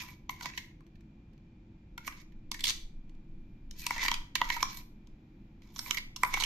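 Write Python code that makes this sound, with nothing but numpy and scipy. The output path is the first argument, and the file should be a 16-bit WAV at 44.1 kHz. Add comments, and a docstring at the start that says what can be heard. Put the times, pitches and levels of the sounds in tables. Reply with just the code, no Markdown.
"""A steel spoon scrapes thick paste out of a small steel jar, close above two microphones in a quiet kitchen.
It rubs and knocks at once, thins to faint taps, scrapes again near 2 s and rattles densely near 2.6 s;
a long hard run follows from 3.7 to 4.8 s, then faint taps and a last run from 5.6 s to the end.
Strokes are stick-slip noise, knocks short chatter, through resonances of a jar that paste damps to brief rings.
Filtered noise and sines lie under it all: household rumble, deep hand sway, faint hiss, thin appliance whine."""
import sys
import numpy as np
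from scipy import signal
from scipy.fft import rfft, irfft, next_fast_len
from scipy.io import wavfile
from scipy.ndimage import uniform_filter1d, map_coordinates

SR = 44100
rng = np.random.default_rng(int(sys.argv[2]) if len(sys.argv) > 2 else 0)


def inscribe(sig):
    """Save sig as 16-bit PCM at rate SR to the path in sys.argv[1].

    A 1-D sig is mono; a 2-D sig holds one channel per row.
    Samples are clipped to [-1, 1] before scaling.
    """
    pcm = np.round(np.clip(np.atleast_2d(sig).T, -1, 1) * 32767)
    wavfile.write(sys.argv[1], SR, pcm.astype(np.int16))


def field_ratio(decibels):
    """Amplitude ratio for a level in dB (20 dB per decade); scalars and array-likes work."""
    return 10 ** (np.asarray(decibels, dtype=float) / 20)


N = 284445
T = np.arange(N) / SR

# Rubbing strokes, a list of rows for each. Each row: time in seconds, pressure in dB,
# belly level relative to it in dB, brightness in dB per octave, wall ring in Hz.
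STROKE_ROWS = [
    [(0.0, -43.5, -8, -1, 2500), (0.118, -69, 7.5, 3.5, 2210), (0.16, -80, -13, 0, 2220)],
    [(0.3, -66, -11, 14, 2280), (0.35, -73, -15, 3, 2260), (0.46, -54, 4, 1.5, 2276)],
    [(0.46, -48, -24, 1.5, 2130), (0.51, -63, -9, -6, 2140), (0.572, -58, -9, 5, 1971),
     (0.664, -80, -9, 6, 2000), (0.72, -78, -12, -1, 2085)],
    [(1.98, -83, -9, -14, 2351), (2.075, -55.5, -13, 7, 2215)],
    [(2.075, -74.5, -9, -1, 2250), (2.143, -61.5, -11, 2, 2195), (2.217, -66.5, -10.5, 3.5, 2192),
     (2.26, -102, -14.5, 1, 2010)],
    [(2.52, -76, -11, 0, 2223), (2.564, -70.5, -6.5, 3.5, 2250), (2.586, -70, -8.5, 4, 1980),
     (2.682, -61.5, -13, 1.5, 2351), (2.72, -63.5, -11, 0, 2360)],
    [(3.74, -78, 4.5, -6.5, 2298), (3.792, -62.5, -13, 12, 2670), (3.87, -47, -10.5, 0.5, 2274)],
    [(3.87, -60.5, -16.5, 1.5, 2300), (3.922, -51.5, -10.5, 2.5, 2160), (3.99, -44, -9.5, -3.5, 2060),
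     (4.03, -42.5, -10.5, -1, 2090)],
    [(4.03, -47, -9, 4, 1980), (4.102, -53, -10.5, 1, 2020), (4.148, -63.5, -8, -1, 2300),
     (4.18, -64, -9, -1.5, 2237)],
    [(4.36, -65.5, -13.5, 3.5, 2222), (4.41, -65.5, -12.5, 2, 2050), (4.5, -52, -7, 4.5, 2146)],
    [(4.5, -47.5, -10.5, -0.5, 2152), (4.542, -48.5, -9, 2, 2110), (4.63, -46, -7.5, 1.5, 2312)],
    [(4.63, -51.5, -10.5, 4, 2282), (4.66, -57.5, -8.5, -1, 2354), (4.782, -58.5, 0, 10.5, 2280),
     (4.83, -78, -7.5, 2, 2308)],
    [(5.62, -80, -5, 7, 2280), (5.682, -78, 6.5, 4.5, 2230), (5.76, -76.5, 0, 9.5, 2319)],
    [(5.76, -67, -13, 9.5, 2210), (5.91, -57.5, 9, 7.5, 1998)],
    [(5.91, -62, -9, 4, 2030), (5.95, -56, -6, 8.5, 2152), (6.04, -79, -17, 2.5, 2105)],
    [(6.165, -65, -6, 3, 2121), (6.255, -73, -9, 13, 2080), (6.335, -47, 3, 1, 2115)],
    [(6.335, -47, -12, -1.5, 2254), (6.385, -47.5, -15, 3, 2168), (6.45, -45, -9, 3.5, 2347)],
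]
# Spoon on wall. Each row: time in seconds, nominal peak in dB, belly level relative to it in dB,
# ring under the spoon in Hz, decay of the contact in ms.
KNOCK_ROWS = [(0.2942, -25, -8, 2130, 2.9), (0.41, -29, -16, 1420, 1.7), (0.4573, -25.5, -10.5, 2270, 2.4),
              (0.5762, -26, -21.5, 2160, 6.6), (0.8064, -54.5, -8, 1620, 2.6),
              (0.8659, -57.5, -19, 2260, 5.2), (0.9552, -59.5, -37, 2260, 5.6),
              (1.0075, -59.5, -27, 2350, 4.3), (1.3324, -66, -31, 2280, 5.1), (1.3784, -63, -27, 2270, 2.5),
              (1.9787, -28.5, -18, 1410, 2.5), (2.0765, -27, -8.5, 2190, 4.8),
              (2.1237, -43.5, -14.5, 1580, 6.9), (2.3216, -61.5, -17.5, 1830, 6),
              (2.5158, -24.5, -16, 4480, 2.8), (2.5432, -29.5, -28.5, 1800, 4.3),
              (2.593, -35.5, -35.5, 1900, 6.8), (2.6064, -33, -29, 3420, 4.9), (2.6395, -18, -30, 3370, 6),
              (2.6534, -24, -30.5, 3320, 6.8), (2.6694, -22, -32.5, 3670, 4.9),
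              (2.6793, -24, -30.5, 3670, 4.6), (2.6879, -23, -27.5, 3760, 4.8),
              (2.6958, -21.5, -24, 4570, 7.3), (2.7044, -23, -23.5, 3620, 2.2),
              (3.0945, -59.5, -24, 2810, 3.5), (3.15, -65, -20.5, 2400, 4), (3.711, -37, -41, 5260, 1.6),
              (3.8659, -15.5, -19.5, 2280, 2.7), (3.907, -19.5, -7.5, 1950, 1.87),
              (3.9639, -31, -8, 1910, 4.7), (3.9802, -28, -18, 1850, 1.4), (4.0292, -26, -10, 1980, 3.1),
              (4.05, -22.5, -12.5, 1980, 1.6), (4.0604, -21.5, -18, 1880, 2.2),
              (4.0822, -16, -14, 1980, 3.9), (4.115, -17.5, -10, 3130, 1.74),
              (4.1411, -24.5, -16.5, 3100, 3), (4.354, -15, -19, 2330, 4.6), (4.4152, -16.5, -4, 1970, 2.1),
              (4.5015, -19, -13.5, 1904, 2.4), (4.565, -30, -6, 1250, 6.1), (4.6276, -14.5, -8, 5740, 1.8),
              (5.072, -55.5, -15, 4950, 2.5), (5.62, -53.5, -19, 2296, 3.5),
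              (5.7611, -36.5, -13, 5750, 6.8), (5.7914, -25, -20.5, 5550, 3),
              (5.8609, -34.5, -12.5, 2040, 2.9), (5.909, -18, -17.5, 3030, 2.4),
              (5.9464, -29, -33, 1980, 2.5), (5.9712, -23.5, -22.5, 2160, 8.1),
              (5.9834, -29.5, -24, 2070, 1.9), (6.162, -31, -19, 5430, 4.6), (6.2335, -13, -5, 2000, 2),
              (6.2482, -28, -10, 2030, 2.3), (6.34, -17, -13.5, 2120, 4.2), (6.3719, -28.5, -4, 2110, 3.3),
              (6.4008, -26, -14, 4080, 1.6), (6.4062, -25.5, -12.5, 3920, 7.5),
              (6.4222, -22.5, -15, 2170, 3.8), (6.4368, -22, -24, 2840, 6.1)]
# Jar resonances: belly, wall, edge. Each row: centre in Hz, width in Hz, relative level in dB.
BELLY_MODES = [(992, 22, 1.5), (1420, 390, -21)]
WALL_MODES = [(1980, 62, 0), (2280, 30, 3.5), (2650, 130, -7.5), (1690, 184, -9.5)]
EDGE_MODES = [(3070, 110, -11), (3240, 330, -9.5), (4020, 110, -11), (4854, 180, 12), (5740, 820, -14.5),
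              (7220, 190, 0.5)]
# The whole jar jolts in the hand. Each row: centre in Hz, width in Hz, relative level in dB.
THUD_MODES = [(268, 180, 6.5), (417, 750, -11.5)]
# Long thin modes of the spoon handle. Each row: centre in Hz, width in Hz, relative level in dB.
SPOON_MODES = [(1960, 12, -8), (2800, 10, -7), (3470, 4, -0.5), (3880, 8, -2), (4650, 14, -7),
               (5800, 14, -6)]
# Broad contact noise. Each row: frequency in Hz, relative level in dB.
GRIT_SPECTRUM = [(2000, -26.5), (3000, 4), (5000, 5.5), (7000, 2.5), (8000, -21.5), (16000, -60.5)]
# Finest contact noise, with the microphone's treble dip and lift. Each row: frequency in Hz, relative level in dB.
TOP_SPECTRUM = [(5000, -43.5), (7000, -7.5), (8000, -11), (8800, -6.5), (10000, -19.5), (12200, 4),
                (13800, -4.5), (14500, -15.5), (16000, -25), (16600, -64.5)]
# The jar moves under the microphones. 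Each row: time in seconds, left over right in dB.
JAR_PAN = [(0.0, -2.5), (1.85, -5.5), (2.17, -4), (2.46, -12), (2.51, -1), (3.74, -0.5), (3.75, 0),
           (4.58, -6), (5.3, 2), (6.0, -7.5), (6.03, -2.5), (6.45, -6.5)]
# Near sound. Each row: frequency in Hz, left-right correlation (-1 to 1).
NEAR_ALIKE = [(400, 1), (640, 0.86), (1000, 1), (1400, 0.32), (3000, 0.36), (7000, 0.31), (15000, 0.2)]
# Far sound. Each row: frequency in Hz, left-right correlation (-1 to 1).
FAR_ALIKE = [(300, 1), (480, 0.88), (640, 0.42), (1000, 0.0044), (15000, 0.24)]
# Kitchen decay. Each row: frequency in Hz, time to fall 60 dB in seconds.
KITCHEN_T60 = [(500, 0.37), (2000, 0.38), (5000, 0.34), (12000, 0.32)]
# Household rumble. Each row: frequency in Hz, relative density in dB.
RUMBLE_SPECTRUM = [(16, -37), (28, 0.5), (54, 0.5), (70, -16), (81, -6), (130, -6.5), (177, -7.5),
                   (206, -6), (275, -13), (317, -15), (340, -11.5), (357, -20), (480, -38.5), (620, -69),
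                   (1060, -120)]
# Deep sway from the moving hand. Each row: time in seconds, level in dB rms.
SWAY_LEVEL = [(0.0, -51), (0.03, -60.5), (1.54, -68), (2.69, -40.5), (3.57, -52.5), (4.2, -41),
              (4.31, -54.5), (4.56, -42), (4.99, -57), (5.06, -54), (5.34, -72), (5.43, -50.5),
              (5.48, -62.5), (6.45, -44)]
# Colour of the hand's sway. Each row: frequency in Hz, relative density in dB.
SWAY_SPECTRUM = [(4, -29), (8, -6), (18, 0.5), (24, -2), (31, -16.5), (40, -30), (60, -120)]
# Faint hiss. Each row: frequency in Hz, relative density in dB.
HISS_SPECTRUM = [(240, -25.5), (400, -2.5), (475, -14.5), (511, -5.5), (550, -10), (866, -8.5),
                 (1160, -15.5), (1740, -17), (2230, -14.5), (2430, -12.5), (2810, -19), (3380, -20.5),
                 (7500, -34), (9750, -77), (16500, -120)]
# Treble fizz. Each row: frequency in Hz, relative density in dB.
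FIZZ_SPECTRUM = [(9500, -59), (11000, -1), (12500, -3), (14000, -1), (15000, -60)]
# Appliance tones. Each row: frequency in Hz, relative level in dB.
WHINE_TONES = [(306.8, -72), (328.4, -72.5), (511.4, -86), (2342, -103), (2390, -84.5), (3413, -102),
               (3849, -102)]
# Treble cut of the whole mix. Each row: frequency in Hz, gain in dB.
TREBLE_CUT = [(13900, 0.5), (14600, -6.5), (16000, -7.5), (16600, -40.5)]

# strokes: levels over the pressure; octaves from the wall's range, to scale the brightness
RUB_BELLY_DB, RUB_WALL_DB, RUB_EDGE_DB, RUB_TOP_DB = -1, 0, -0.5, -13
SLIDE_BELLY_DB, SLIDE_WALL_DB, SLIDE_EDGE_DB = -0.5, 4, -7.5
EDGE_OCT, TOP_OCT = 0.95, 2.4
EDGE_RING_HZ, EDGE_WANDER_SHARE = 3900, 0.1
BELLY_WANDER_SHARE = 0.045  # pitch drifts as paste and jar move
CATCHES_PER_S, CATCH_DB, CATCH_DECAY_S = 140, 3.5, 0.002  # the edge snags on the wall

# knocks: levels over the nominal peak
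HIT_BELLY_DB, HIT_WALL_DB, HIT_EDGE_DB, HIT_RING_DB, HIT_TOP_DB, HIT_THUD_DB = 0.5, -9.5, -4, -12.5, -23.5, -22
WALL_HZ, EDGE_HZ = 2200, 4300  # centres of the two ranges
FALL_DB_PER_OCT = 7.5  # a range weakens as the ring under the spoon lies farther from it
BLOW_S, BLOW_DB_PER_DB = 0.005, 0.9  # size at a -27 dB peak; growth with the peak
SKID_SHARE, SKID_RISE_S = 0.056, 0.0059  # a spoon already rubbing skids into the knock
WIDTH_FACTOR, RETUNE_SHARE = 4.07, 0.04  # a knock widens the modes and shifts them at random
DULL_DB_PER_DB = 0.34  # edge and top lose this for each dB of belly over -15.5

RUMBLE_DB, HISS_DB, FIZZ_DB = -54.5, -73, -99  # about which the levels wander


def unit(x):
    """Scaled to rms 1."""
    return x / np.sqrt(np.mean(x ** 2) + 1e-20)


def along(points, hz):
    """(Hz, value) points, interpolated on a log frequency axis."""
    f, v = np.transpose(points)
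    return np.interp(np.log(hz + 1), np.log(f + 1), v)


def over_time(points):
    """(s, value) points, interpolated over the scene."""
    return np.interp(T, *np.transpose(points))


def wobble(knots_per_s):
    """Smooth random curve through normal draws."""
    knots = rng.standard_normal(int(N * knots_per_s / SR) + 4)
    return map_coordinates(knots, [T * knots_per_s])


def filtered(x, response):
    """x times a complex response of frequency."""
    m = next_fast_len(x.shape[-1] + 8192)
    return irfft(rfft(x, m) * response(np.fft.rfftfreq(m, 1 / SR)), m)[..., :x.shape[-1]]


def coloured(spectrum, channels):
    """Noise of rms 1, shaped by a spectrum in dB."""
    return unit(filtered(rng.standard_normal((channels, N)), lambda hz: field_ratio(along(spectrum, hz))))


def pair(two, alike):
    """Mixes two unrelated signals into left and right of the given correlation."""
    def weights(hz):
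        turn = np.arccos(np.clip(along(alike, hz), -1, 1)) / 2
        return np.array([np.cos(turn), 1j * np.sin(turn)])
    mid, side = filtered(two, weights)
    return np.array([mid + side, mid - side])


def panned(x, pan_db):
    """Left-right level difference, half on each side."""
    return x * field_ratio(np.array([pan_db, -pan_db]) / 2)


def ringing(modes, hz):
    """Summed causal responses of damped resonances, signs alternating."""
    total = 0
    for k, (centre, width, db) in enumerate(modes):
        band = 1j * hz * width
        total = total + (-1) ** k * field_ratio(db) * band / (centre * centre - hz * hz + band)
    return total


def belly_ringing(modes, hz):
    """Belly resonances, thinned below 600 Hz."""
    return ringing(modes, hz) * 1j * hz / (600 + 1j * hz)


def edge_ringing(modes, hz, grit_db):
    """Spoon edge: short high resonances over broad contact noise."""
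    return ringing(modes, hz) + field_ratio(grit_db + along(GRIT_SPECTRUM, hz))


def top_response(hz):
    """Finest contact noise."""
    return field_ratio(along(TOP_SPECTRUM, hz))


def stick_slip():
    """Grip of the spoon on the wall: random decaying snags, coming and going while it touches."""
    touches = np.any([(T >= rows[0][0]) & (T <= rows[-1][0]) for rows in STROKE_ROWS], axis=0)
    touching = uniform_filter1d(1.0 * touches, size=200)
    sizes = field_ratio(CATCH_DB * np.minimum(rng.exponential(size=N), 2.5))
    catches = (rng.random(N) < CATCHES_PER_S / SR) * sizes
    snags = signal.lfilter([1], [1, -np.exp(-1 / (CATCH_DECAY_S * SR))], catches)
    return touching * unit(1 + snags) * field_ratio(1.8 * wobble(40) + 0.9 * wobble(250))


def strokes():
    """Stick-slip grit drives the jar's resonances; wall and edge rings slide, and the belly's pitch drifts."""
    rows = np.vstack(STROKE_ROWS)
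    times = np.maximum.accumulate(rows[:, 0])
    pressure_db, belly_db, tilt_db, wall_hz = (np.interp(T, times, column) for column in rows.T[1:])
    belly_db = pressure_db + belly_db
    edge_db = pressure_db + EDGE_OCT * tilt_db
    top_db = pressure_db + TOP_OCT * tilt_db
    slips = stick_slip()

    def drive():
        return field_ratio(3.7 * wobble(30)) * rng.standard_normal((2, N))

    def rubbed(db, response):
        noise = drive()
        level = np.std(filtered(noise, response))
        return pair(filtered(noise * slips * field_ratio(db), response) / level, NEAR_ALIKE)

    def slide(db, hz, half_width_hz):
        slow = unit(filtered(drive(), lambda f: 1 / (1 + 1j * f / half_width_hz)))
        tone = np.sin(2 * np.pi * np.cumsum(hz) / SR)
        return slips * field_ratio(db) * pair(slow * tone, NEAR_ALIKE)

    belly = rubbed(belly_db + RUB_BELLY_DB, lambda f: belly_ringing(BELLY_MODES, f))
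    wall = rubbed(pressure_db + RUB_WALL_DB, lambda f: ringing(WALL_MODES, f))
    edge = rubbed(edge_db + RUB_EDGE_DB, lambda f: edge_ringing(EDGE_MODES, f, grit_db=2.5))
    top = rubbed(top_db + RUB_TOP_DB, top_response)
    belly_hz = BELLY_MODES[0][0] * (1 + BELLY_WANDER_SHARE * wobble(8))
    edge_hz = EDGE_RING_HZ * (1 + EDGE_WANDER_SHARE * wobble(12))
    belly = belly + slide(belly_db + SLIDE_BELLY_DB, belly_hz, half_width_hz=30)
    wall = wall + slide(pressure_db + SLIDE_WALL_DB, wall_hz, half_width_hz=28)
    edge = edge + slide(edge_db + SLIDE_EDGE_DB, edge_hz, half_width_hz=90)
    return belly + panned(wall + edge + top, over_time(JAR_PAN))


def knock_noise(t, lead, s, peak_db, decay_s):
    """Noise of one knock: brief soft onset, blow and decaying chatter; a short contact is mostly one hard blow."""
    rubbing = any(rows[0][0] < s - SKID_RISE_S <= rows[-1][0] for rows in STROKE_ROWS)
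    onset = 0.23 * np.exp(t / 0.0011)
    skid = rubbing * SKID_SHARE * np.exp(t / SKID_RISE_S)
    noise = rng.standard_normal((2, len(t))) * np.where(t < 0, onset + skid, np.exp(-np.abs(t) / decay_s))
    blow = BLOW_S * field_ratio(BLOW_DB_PER_DB * (peak_db + 27)) / decay_s
    noise[:, lead + 55] += blow * np.array([1, rng.choice([-1, 1])])
    return noise


def knocks():
    """Each contact rings belly, wall and edge at new strengths and jolts the jar."""
    out, lead = np.zeros((2, N + SR)), 1300
    t = (np.arange(4096) - lead) / SR
    for s, peak_db, belly_db, ring_hz, decay_ms in KNOCK_ROWS:
        retune = 1 + RETUNE_SHARE * rng.standard_normal()

        def vary(modes):
            return [(c * retune, WIDTH_FACTOR * w, db + 3 * rng.standard_normal()) for c, w, db in modes]

        def near_db(hz):
            return -FALL_DB_PER_OCT * abs(np.log2(ring_hz / hz))

        belly, wall, edge = vary(BELLY_MODES), vary(WALL_MODES), vary(EDGE_MODES)
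        pan_db = np.interp(s, *np.transpose(JAR_PAN)) + 2 * rng.standard_normal()
        dull_db = -DULL_DB_PER_DB * max(belly_db + 15.5, 0)
        noise = knock_noise(t, lead, s, peak_db, decay_ms / 1000)
        # each: response, level in dB over the peak, pan in dB
        parts = [(lambda f: belly_ringing(belly, f), belly_db + HIT_BELLY_DB, 0),
                 (lambda f: ringing(THUD_MODES, f), belly_db / 2 + HIT_THUD_DB, 0),
                 (lambda f: ringing(wall, f), HIT_WALL_DB + near_db(WALL_HZ), pan_db),
                 (lambda f: edge_ringing(edge, f, grit_db=3.5), HIT_EDGE_DB + near_db(EDGE_HZ) + dull_db, pan_db),
                 (lambda f: ringing([(ring_hz, 0.055 * ring_hz, 0)], f), HIT_RING_DB, pan_db),
                 (top_response, HIT_TOP_DB + dull_db, pan_db)]
        for response, level_db, side_db in parts:
            ring = pair(filtered(noise, response), NEAR_ALIKE)
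            loudest = np.sqrt(uniform_filter1d(np.mean(ring ** 2, axis=0), size=88).max())  # rms over 2 ms
            placed = out[:, round(s * SR) - lead:][:, :len(t)]
            placed += field_ratio(peak_db + level_db) * panned(ring.T / loudest, side_db).T
    return out[:, :N]


def spoon_handle(jar):
    """The contact sound excites the handle's narrow modes."""
    padded = np.pad(jar, [(0, 0), (0, SR)])
    return filtered(padded, lambda hz: ringing(SPOON_MODES, hz))[:, :N]


def kitchen(x):
    """Room tail of noise, each frequency dying at its own speed; a fresh tail for every quarter second."""
    out, step = np.zeros((2, N + 2 * SR)), SR // 4
    for start in range(0, N, step):
        hz, t, z = signal.stft(rng.standard_normal((2, SR // 2)), SR, nperseg=256)
        decay = field_ratio(-60 * t / along(KITCHEN_T60, hz)[:, None])
        tail = signal.istft(z * decay, SR, nperseg=256)[1]
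        wet = signal.fftconvolve(x[:, start:start + step], tail / np.linalg.norm(tail[0]), axes=1)
        out[:, start + 200:][:, :wet.shape[1]] += wet  # 4.5 ms late
    return pair(out[:, :N], FAR_ALIKE)


def hand_sway():
    """Mono deep noise, swelling and fading as the hand moves."""
    return field_ratio(over_time(SWAY_LEVEL)) * coloured(SWAY_SPECTRUM, channels=1)


def rumble():
    """Mono low household noise, slowly wandering in level."""
    return field_ratio(RUMBLE_DB + 0.33 * wobble(2.7)) * coloured(RUMBLE_SPECTRUM, channels=1)


def hiss():
    """Wide faint noise, and a fainter treble fizz unrelated between the sides."""
    wide = pair(coloured(HISS_SPECTRUM, channels=2), FAR_ALIKE)
    fizz = field_ratio(FIZZ_DB + 2.8 * wobble(2.9)) * coloured(FIZZ_SPECTRUM, channels=2)
    return field_ratio(HISS_DB + 1.8 * wobble(0.26)) * wide + fizz


def whine():
    """Appliance tones: sines slightly unsteady in level and phase."""
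    total = np.zeros(N)
    for hz, db in WHINE_TONES:
        level = field_ratio(db + 2.5 + 1.3 * wobble(4))
        total += level * np.sin(2 * np.pi * hz * T + 0.28 * wobble(4))
    return total


def scene():
    """Jar and spoon, direct and in the room, over the background."""
    jar = strokes() + knocks()
    jar = jar + spoon_handle(jar)
    return jar + field_ratio(-8.5) * kitchen(jar) + hand_sway() + rumble() + hiss() + whine()


def band_limit(x):
    """A steep low-pass at the top of the band."""
    return signal.sosfilt(signal.butter(12, 16520, fs=SR, output="sos"), x)


def record(dry):
    """The top of the scene is cut to finish the mix."""
    mix = filtered(dry, lambda hz: field_ratio(along(TREBLE_CUT, hz)))
    return band_limit(mix)


dry = scene()
out = record(dry)
inscribe(out)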